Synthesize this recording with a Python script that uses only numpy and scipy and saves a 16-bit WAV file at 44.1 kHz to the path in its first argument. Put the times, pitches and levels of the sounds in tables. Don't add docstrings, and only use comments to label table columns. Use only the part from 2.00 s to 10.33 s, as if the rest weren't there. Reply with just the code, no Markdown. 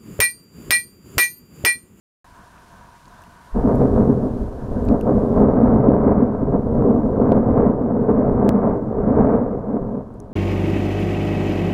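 import sys
import numpy as np
from scipy import signal
from scipy.fft import rfft, irfft, next_fast_len
from scipy.io import wavfile
from scipy.ndimage import uniform_filter1d, minimum_filter1d

SR = 44100
rng = np.random.default_rng(int(sys.argv[2]) if len(sys.argv) > 2 else 0)


def generate_wav(sig):
    pcm = np.round(np.clip(np.atleast_2d(sig).T, -1, 1) * 32767).astype(np.int16)
    wavfile.write(sys.argv[1], SR, pcm)


def invert_db(x):
    u = np.asarray(x, float) / 20
    return 10 ** u


N = 367353
TIME = np.arange(N) / SR
FRONT_S = 1.537
HEAVE_S = .07

# (centre [Hz], width [Hz], depth [dB])
NOTCHES = [(76.4, 5.2, -1), (162.8, 39.8, -19), (351.4, 39.4, -20), (435, 16, -8.5), (1430, 34, -9.5),
           (817, 52, -8)]
# (peak time [s], rise [dB], extra drone [dB])
HEAVES = [(1.57, 6.5, -10), (1.75, 4, -1), (1.96, 6, 4), (2.2, 1.5, 4.5), (2.41, 9.5, -4.5),
          (2.71, 7.5, -2), (2.9, 14.5, -2), (3.18, 5.5, -3.5), (3.41, 4.5, 1), (3.74, 5, 2.5),
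          (4.1, 4.5, 0), (4.49, 5.5, 8), (4.68, 3, 5.5), (4.8, 8, 0), (5.1, 1.5, 3), (5.35, 4.5, 2),
          (5.52, 4.5, 9), (5.62, 5.5, -0.5), (5.9, -5, 0), (6.34, 6.5, 5), (6.75, -1, 0.5), (7.05, 3, 2.5),
          (7.2, 5, 1), (7.37, 1.5, 5.5), (7.84, 8.5, -2)]


def rms_one(x):
    return x / np.sqrt(np.mean(x ** 2) + 1e-20)


def in_time(rows):
    s, *columns = np.transpose(rows)
    return [np.interp(TIME, s, column) for column in columns]


def drift(rate_hz):
    r = np.exp(-80 * np.pi * rate_hz / SR)
    noise = rng.standard_normal(N // 40 + 2002)
    slow = signal.lfilter([1], [1, -2 * r, r * r], noise)[2000:]
    return np.interp(np.arange(N) / 40, np.arange(len(slow)), rms_one(slow))


def coloured(x, spectrum, low_hz, high_hz):
    size = next_fast_len(N)
    hz = np.arange(size // 2 + 1) * SR / size + 1
    at_hz, db = np.transpose(spectrum)
    colour = invert_db(np.interp(np.log(hz), np.log(at_hz), db))
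    part = 1 / np.sqrt((1 + (low_hz / hz) ** 8) * (1 + (hz / high_hz) ** 8))
    return rms_one(irfft(rfft(x, size) * colour * part, size)[:N])


def peaks(x, rows):
    for hz, width_hz, db in rows:
        a = np.sqrt(invert_db(db))
        k = np.pi * width_hz / SR
        turn = -2 * np.cos(2 * np.pi * hz / SR)
        x = signal.lfilter([1 + k * a, turn, 1 - k * a], [1 + k / a, turn, 1 - k / a], x)
    return x


def burst(x, s, shape):
    out, i = x.copy(), round(s * SR)
    out[i:i + len(shape)] += shape[:N - i]
    return out


def bumps(rows):
    t, out = np.arange(0, N + 40, 40) / SR, 0
    for s, height, length in rows:
        side = np.where(t < s, length, length * 1.04)
        out = out + height * np.exp(-((t - s) / side) ** 2)
    return np.interp(TIME, t, out)


def camera_gain_db():
    # (time [s], drop [dB])
    gain_ducks = [(2.1, 2.5), (2.95, 2), (3.43, 6.5), (3.8, 4.5), (5.4, 3.5), (5.7, 2), (6.4, 1), (7.25, 3)]
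    duck_s, recover_db_per_s = .06, 1.9
    dropped = sum(db * np.clip((TIME - s) / duck_s + .5, 0, 1) for s, db in gain_ducks)
    climb = recover_db_per_s * TIME - dropped
    return climb - np.maximum.accumulate(climb)


def background():
    # (frequency [Hz], density [dB per Hz])
    air_colour = [(12, -30), (20, -1.5), (72, -0.5), (433, -13), (692, -6.5), (831, -14.5), (958, -4.5),
                  (1300, -14.5), (2600, -24), (3380, -53), (5720, -120)]
    # (centre [Hz], width [Hz], height [dB])
    housing_tones = [(186, 72, 4.5), (710, 65, 5.5), (960, 160, 6.5), (1515, 160, 8), (1740, 500, 13)]
    # (frequency [Hz], density [dB per Hz])
    hiss_colour = [(1180, -33.5), (2000, -1), (2460, -2), (7190, -7), (7840, -6.5), (9010, -8),
                   (13200, -13.5), (16000, -21)]
    gain_db = camera_gain_db()
    hiss_db = gain_db - 63
    air_db = gain_db - 48 + 2.5 * np.clip(TIME / FRONT_S, 0, 1)
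    air, gusts = 0, 1.6 * drift(3.8)
    for low_hz, high_hz, share_db in [(15, 400, -3.5), (400, 1400, -4.5), (1240, 1100, -6.0)]:
        part = coloured(rng.standard_normal(N), air_colour, low_hz, high_hz)
        part = rms_one(peaks(part, housing_tones))
        air = air + part * invert_db(share_db + gusts + 1.1 * drift(6.3))
    hiss = coloured(rng.standard_normal(N), hiss_colour, 1200, 17000)
    hiss = peaks(hiss, [(7920, 270, -6.5)])
    return air * invert_db(air_db) + hiss * invert_db(hiss_db + 2.5 + 0.66 * drift(12))


def whistle():
    # (time [s], pitch [Hz], level [dB])
    motor_line = [(.3, 13500, -84), (.9, 13700, -94), (1.45, 13200, -92), (1.75, 12400, -71),
                  (2.1, 13000, -90.5), (2.7, 13250, -84.5), (3.6, 13300, -84.5), (4.0, 12600, -97),
                  (8.0, 13200, -94)]
    hz, db = in_time(motor_line)
    flecks = invert_db(db - 4 + np.minimum(6 * drift(12), 7))
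    unsteady_hz = hz + 90 * drift(7) + 40 * drift(60)
    motor = flecks * np.sin(2 * np.pi * np.cumsum(unsteady_hz) / SR)
    leak_hz, leak_db = 15734, -96
    return motor + invert_db(leak_db) * np.sin(2 * np.pi * leak_hz * TIME)


def ticks():
    # (time [s], peak [dB], ring [Hz], rattle over ring [dB], rattle centre [Hz])
    housing_ticks = [(.58, -45, 2500, -10, 4000), (1.056, -50, 4500, 2, 5000), (1.082, -48, 6800, -3, 6500),
                     (1.22, -49, 6200, -1, 9500), (1.238, -43, 2750, -6, 9000),
                     (1.7562, -50, 2220, 4, 11500), (2.055, -56, 10760, 2, 12100),
                     (2.12, -56, 13200, -5, 13000), (2.8528, -45, 7600, -2, 10000),
                     (2.8875, -34.5, 2530, -3, 5000), (3.0114, -35, 2740, -2, 8550),
                     (5.589, -56.5, 2680, -1.5, 4020), (7.266, -55, 2920, -6, 4000),
                     (8.141, -61, 9000, -2, 10800), (8.2018, -48, 6400, 12, 6500)]
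    out, t = np.zeros(N), np.arange(round(0.011 * SR)) / SR
    grains = rng.standard_normal((len(housing_ticks), len(t))) * np.exp(-t / 0.0005)
    for (s, db, hz, rattle_db, rattle_hz), grain in zip(housing_ticks, grains):
        band = signal.butter(2, [rattle_hz / 1.5, rattle_hz * 1.4], "band", fs=SR, output="sos")
        rattle = signal.sosfilt(band, grain)
        ring = np.sin(2 * np.pi * hz * t) * np.exp(-t / 0.0013)
        out = burst(out, s, invert_db(db) * (ring + invert_db(rattle_db + 6.5) * rattle))
    return out


def front():
    height, width_s = .1, .006
    u = (TIME - FRONT_S) / width_s
    swell = .3 * np.exp(-((u + .5) / 1.6) ** 2)
    push = .8 * np.exp(-u ** 2)
    pull = 1.4 * np.exp(-(u - 1.7) ** 2)
    return height * (swell + push - pull)


def vent():
    # (time [s], level [dB], clearness of the air path [dB])
    outflow = [(1.55, -21.5, 3), (1.9, -18.5, -3), (2.16, -24, -1.5), (2.4, -28, -5), (2.58, -36, 2),
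               (2.8, -24.5, -3), (3.3, -21.5, -2), (3.45, -15.5, 1.5), (4.15, -18.5, 3.5), (4.35, -24, 2),
               (4.65, -22.5, -1), (5.5, -20, 2.5), (5.76, -22.5, -1), (6.7, -17.5, 5.5),
               (6.85, -27.5, -0.5), (7.19, -13.5, 4), (7.6, -27, 1), (8.06, -39, 0)]
    # (peak time [s], rise [dB], length [s], extra clearness [dB])
    flow_surges = [(1.657, 2, 0.032, -6), (1.703, 3.5, .04, 6), (1.827, 5.5, 0.046, 2),
                   (1.996, 4, 0.048, 4), (2.1, 8, 0.029, -3), (2.245, 4, 0.04, -1), (2.753, 3.5, 0.032, -2),
                   (2.927, 11.5, 0.034, 3.5), (3.092, 10, 0.032, 1.5), (3.176, 4, 0.066, 2),
                   (3.4, 7, 0.046, 0.5), (3.645, -1, 0.033, 4.5), (3.73, 2.5, 0.034, 0.5),
                   (3.893, 4, 0.071, -3), (4.088, 3.5, 0.04, 2.5), (4.216, 4.5, 0.023, 0),
                   (4.55, 6.5, 0.034, 0), (4.858, 7.5, 0.084, -2), (4.968, 4.5, 0.022, -5.5),
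                   (5.093, 2.5, 0.037, -7), (5.209, 6, .04, -4), (5.331, 5.5, 0.088, 1),
                   (5.612, 7, 0.094, 4), (5.935, 2, 0.079, 0), (6.104, 4.5, 0.021, 4),
                   (6.188, 3.5, 0.08, -0.5), (6.469, 4, 0.038, -1.5), (7.334, 1, 0.088, 4),
                   (7.76, 8.5, 0.097, -0.5), (7.968, 10.5, 0.079, -2.5)]
    flow_db, clear_db = in_time(outflow)
    body_db = flow_db + bumps([row[:3] for row in flow_surges])
    clear_db = clear_db + bumps([(s, db, length) for s, _, length, db in flow_surges])
    sag_db = 1 * (TIME - FRONT_S)
    heave_db = bumps([(s, db, HEAVE_S) for s, db, _ in HEAVES])
    deep_db = -26 + 0.41 * (flow_db + 20.5) - sag_db + heave_db
    bright_db = -38 + 0.79 * (body_db + 21) + clear_db
    top_db = -65.5 + 1 * (body_db + 19.5) + 1.5 * clear_db
    return body_db, deep_db, bright_db, top_db


def roar():
    # (frequency [Hz], density [dB per Hz])
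    roar_colour = [(60, -6), (105, -10.5), (137, 0), (220, -2), (290, -8.5), (420, -1), (520, -9.5),
                   (700, -15.5), (850, -21.5), (1250, -31), (1560, -38), (1800, -48.5), (2100, -50.5),
                   (3300, -78.5)]
    body_db, deep_db, bright_db, top_db = vent()
    drone_db = deep_db - 4.5 + 0.32 * (body_db - deep_db - 6.5)
    drone_db = drone_db + bumps([(s, db, HEAVE_S) for s, _, db in HEAVES])
    arrived = np.clip((TIME - 1.54) / 0.022, 0, 1)
    strikes = rng.random(N) < 1500 / SR
    sizes = invert_db(1.58 * np.minimum(rng.exponential(1, N), 4))
    signs = np.where(rng.random(N) < .8, 1, -1)
    shocks = strikes * sizes * signs
    bands = [(9.9, 77, deep_db - 2.0), (95, 127, drone_db), (157.4, 332, body_db - 0.6),
             (354, 1050, body_db - 7.5), (797, 2120, bright_db), (1810, 4000, top_db)]
    together, out = 0.67 * drift(33), 0
    for low_hz, high_hz, level_db in bands:
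        part = coloured(shocks + 0.16 * rng.standard_normal(N), roar_colour, low_hz, high_hz)
        part = rms_one(peaks(part, NOTCHES))
        out = out + part * invert_db(level_db + together + 0.15 * drift(27))
    return out * arrived


def booms():
    # (time [s], peak [dB], ring [Hz])
    single_shocks = [(1.562, -2, 236), (1.644, 0, 253), (1.803, 0, 228), (1.985, 3.5, 210),
                     (2.094, 4.5, 261), (2.263, -0.5, 243), (2.765, -7.5, 261), (2.918, 6, 226),
                     (3.629, 8, 231), (3.697, -6, 448), (3.762, -0.5, 235), (3.917, -27, 468),
                     (4.06, 6.5, 238), (4.221, 4, 226), (4.425, -8.5, 268), (4.538, -4, 252),
                     (4.788, -5, 223), (4.968, -3.5, 274), (5.064, -3, 229), (5.199, 1, 426),
                     (5.315, 3.5, 220), (5.514, -10.5, 255), (5.835, -10, 234), (6.313, -5, 222),
                     (6.438, -4, 210), (7.106, 2, 242.4), (6.82, -13, 270), (7.155, -2, 213),
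                     (4.1, -3.5, 225)]
    out, t = np.zeros(N), np.arange(round(.08 * SR)) / SR
    for s, db, hz in single_shocks:
        shape = np.sin(2 * np.pi * hz * t) * (t * hz) * np.exp(-t * hz)
        out = burst(out, s, invert_db(db - 4.5) * shape / shape.max())
    air_path = signal.butter(4, 900, fs=SR, output="sos")
    return signal.sosfilt(air_path, peaks(out, NOTCHES))


def limited(x):
    ceiling = .76
    gain = minimum_filter1d(np.minimum(1, ceiling / (np.abs(x) + 1e-9)), size=881)
    return x * uniform_filter1d(uniform_filter1d(gain, size=441), size=441)


def steepened(x):
    no_offset = signal.butter(1, 8, "high", fs=SR, output="sos")
    return signal.sosfilt(no_offset, x + .17 * x ** 2)


def birds():
    # (time [s], length [s], start pitch [Hz], end pitch [Hz], level [dB])
    bird_calls = [
        (2.5, .1, 4300, 3350, -78),
        (6.13, .11, 4720, 3400, -82),
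    ]
    out = np.zeros(N)
    for s, length, from_hz, to_hz, db in bird_calls:
        u = np.linspace(0, 1, round(length * SR))
        swell = np.sqrt(np.sin(np.pi * u) + 1e-9)
        hz = from_hz + (to_hz - from_hz) * u
        out = burst(out, s, invert_db(db) * swell * np.sin(2 * np.pi * np.cumsum(hz) / SR))
    return out


def with_overloads(x):
    # (time [s], peak [full scale], ring [Hz])
    top_shocks = [
        (3.8897, 1.065, 225),
        (5.3208, 1.105, 480),
    ]
    for s, top, hz in top_shocks:
        cycles = (TIME - s) * hz
        gap = 1 - np.exp(-(2 * cycles) ** 4)
        x = x * gap + top * np.cos(2 * np.pi * cycles) * np.exp(-3 * cycles ** 2)
    return x


def scene():
    blast = with_overloads(steepened(limited(roar() + booms()))) + front()
    return (blast + background() + ticks() + whistle() + birds())[None]


def roll_off(x):
    return signal.sosfilt(signal.butter(12, 16370, fs=SR, output="sos"), x)


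def record(dry):
    start_s, skip_s, skip_step, cutoff_hz = .2435, 6.4915, 0.36, 15800
    side = np.where(TIME >= skip_s, 1, -1)
    step = skip_step / 2 * side * np.exp(-np.abs(TIME - skip_s) / .002)
    low_pass = signal.ellip(10, .3, 45, cutoff_hz, fs=SR, output="sos")
    cut = signal.sosfilt(low_pass, (dry + step) * (TIME >= start_s))
    return roll_off(np.clip(cut, -1, 1))


dry = scene()
out = record(dry)
generate_wav(out)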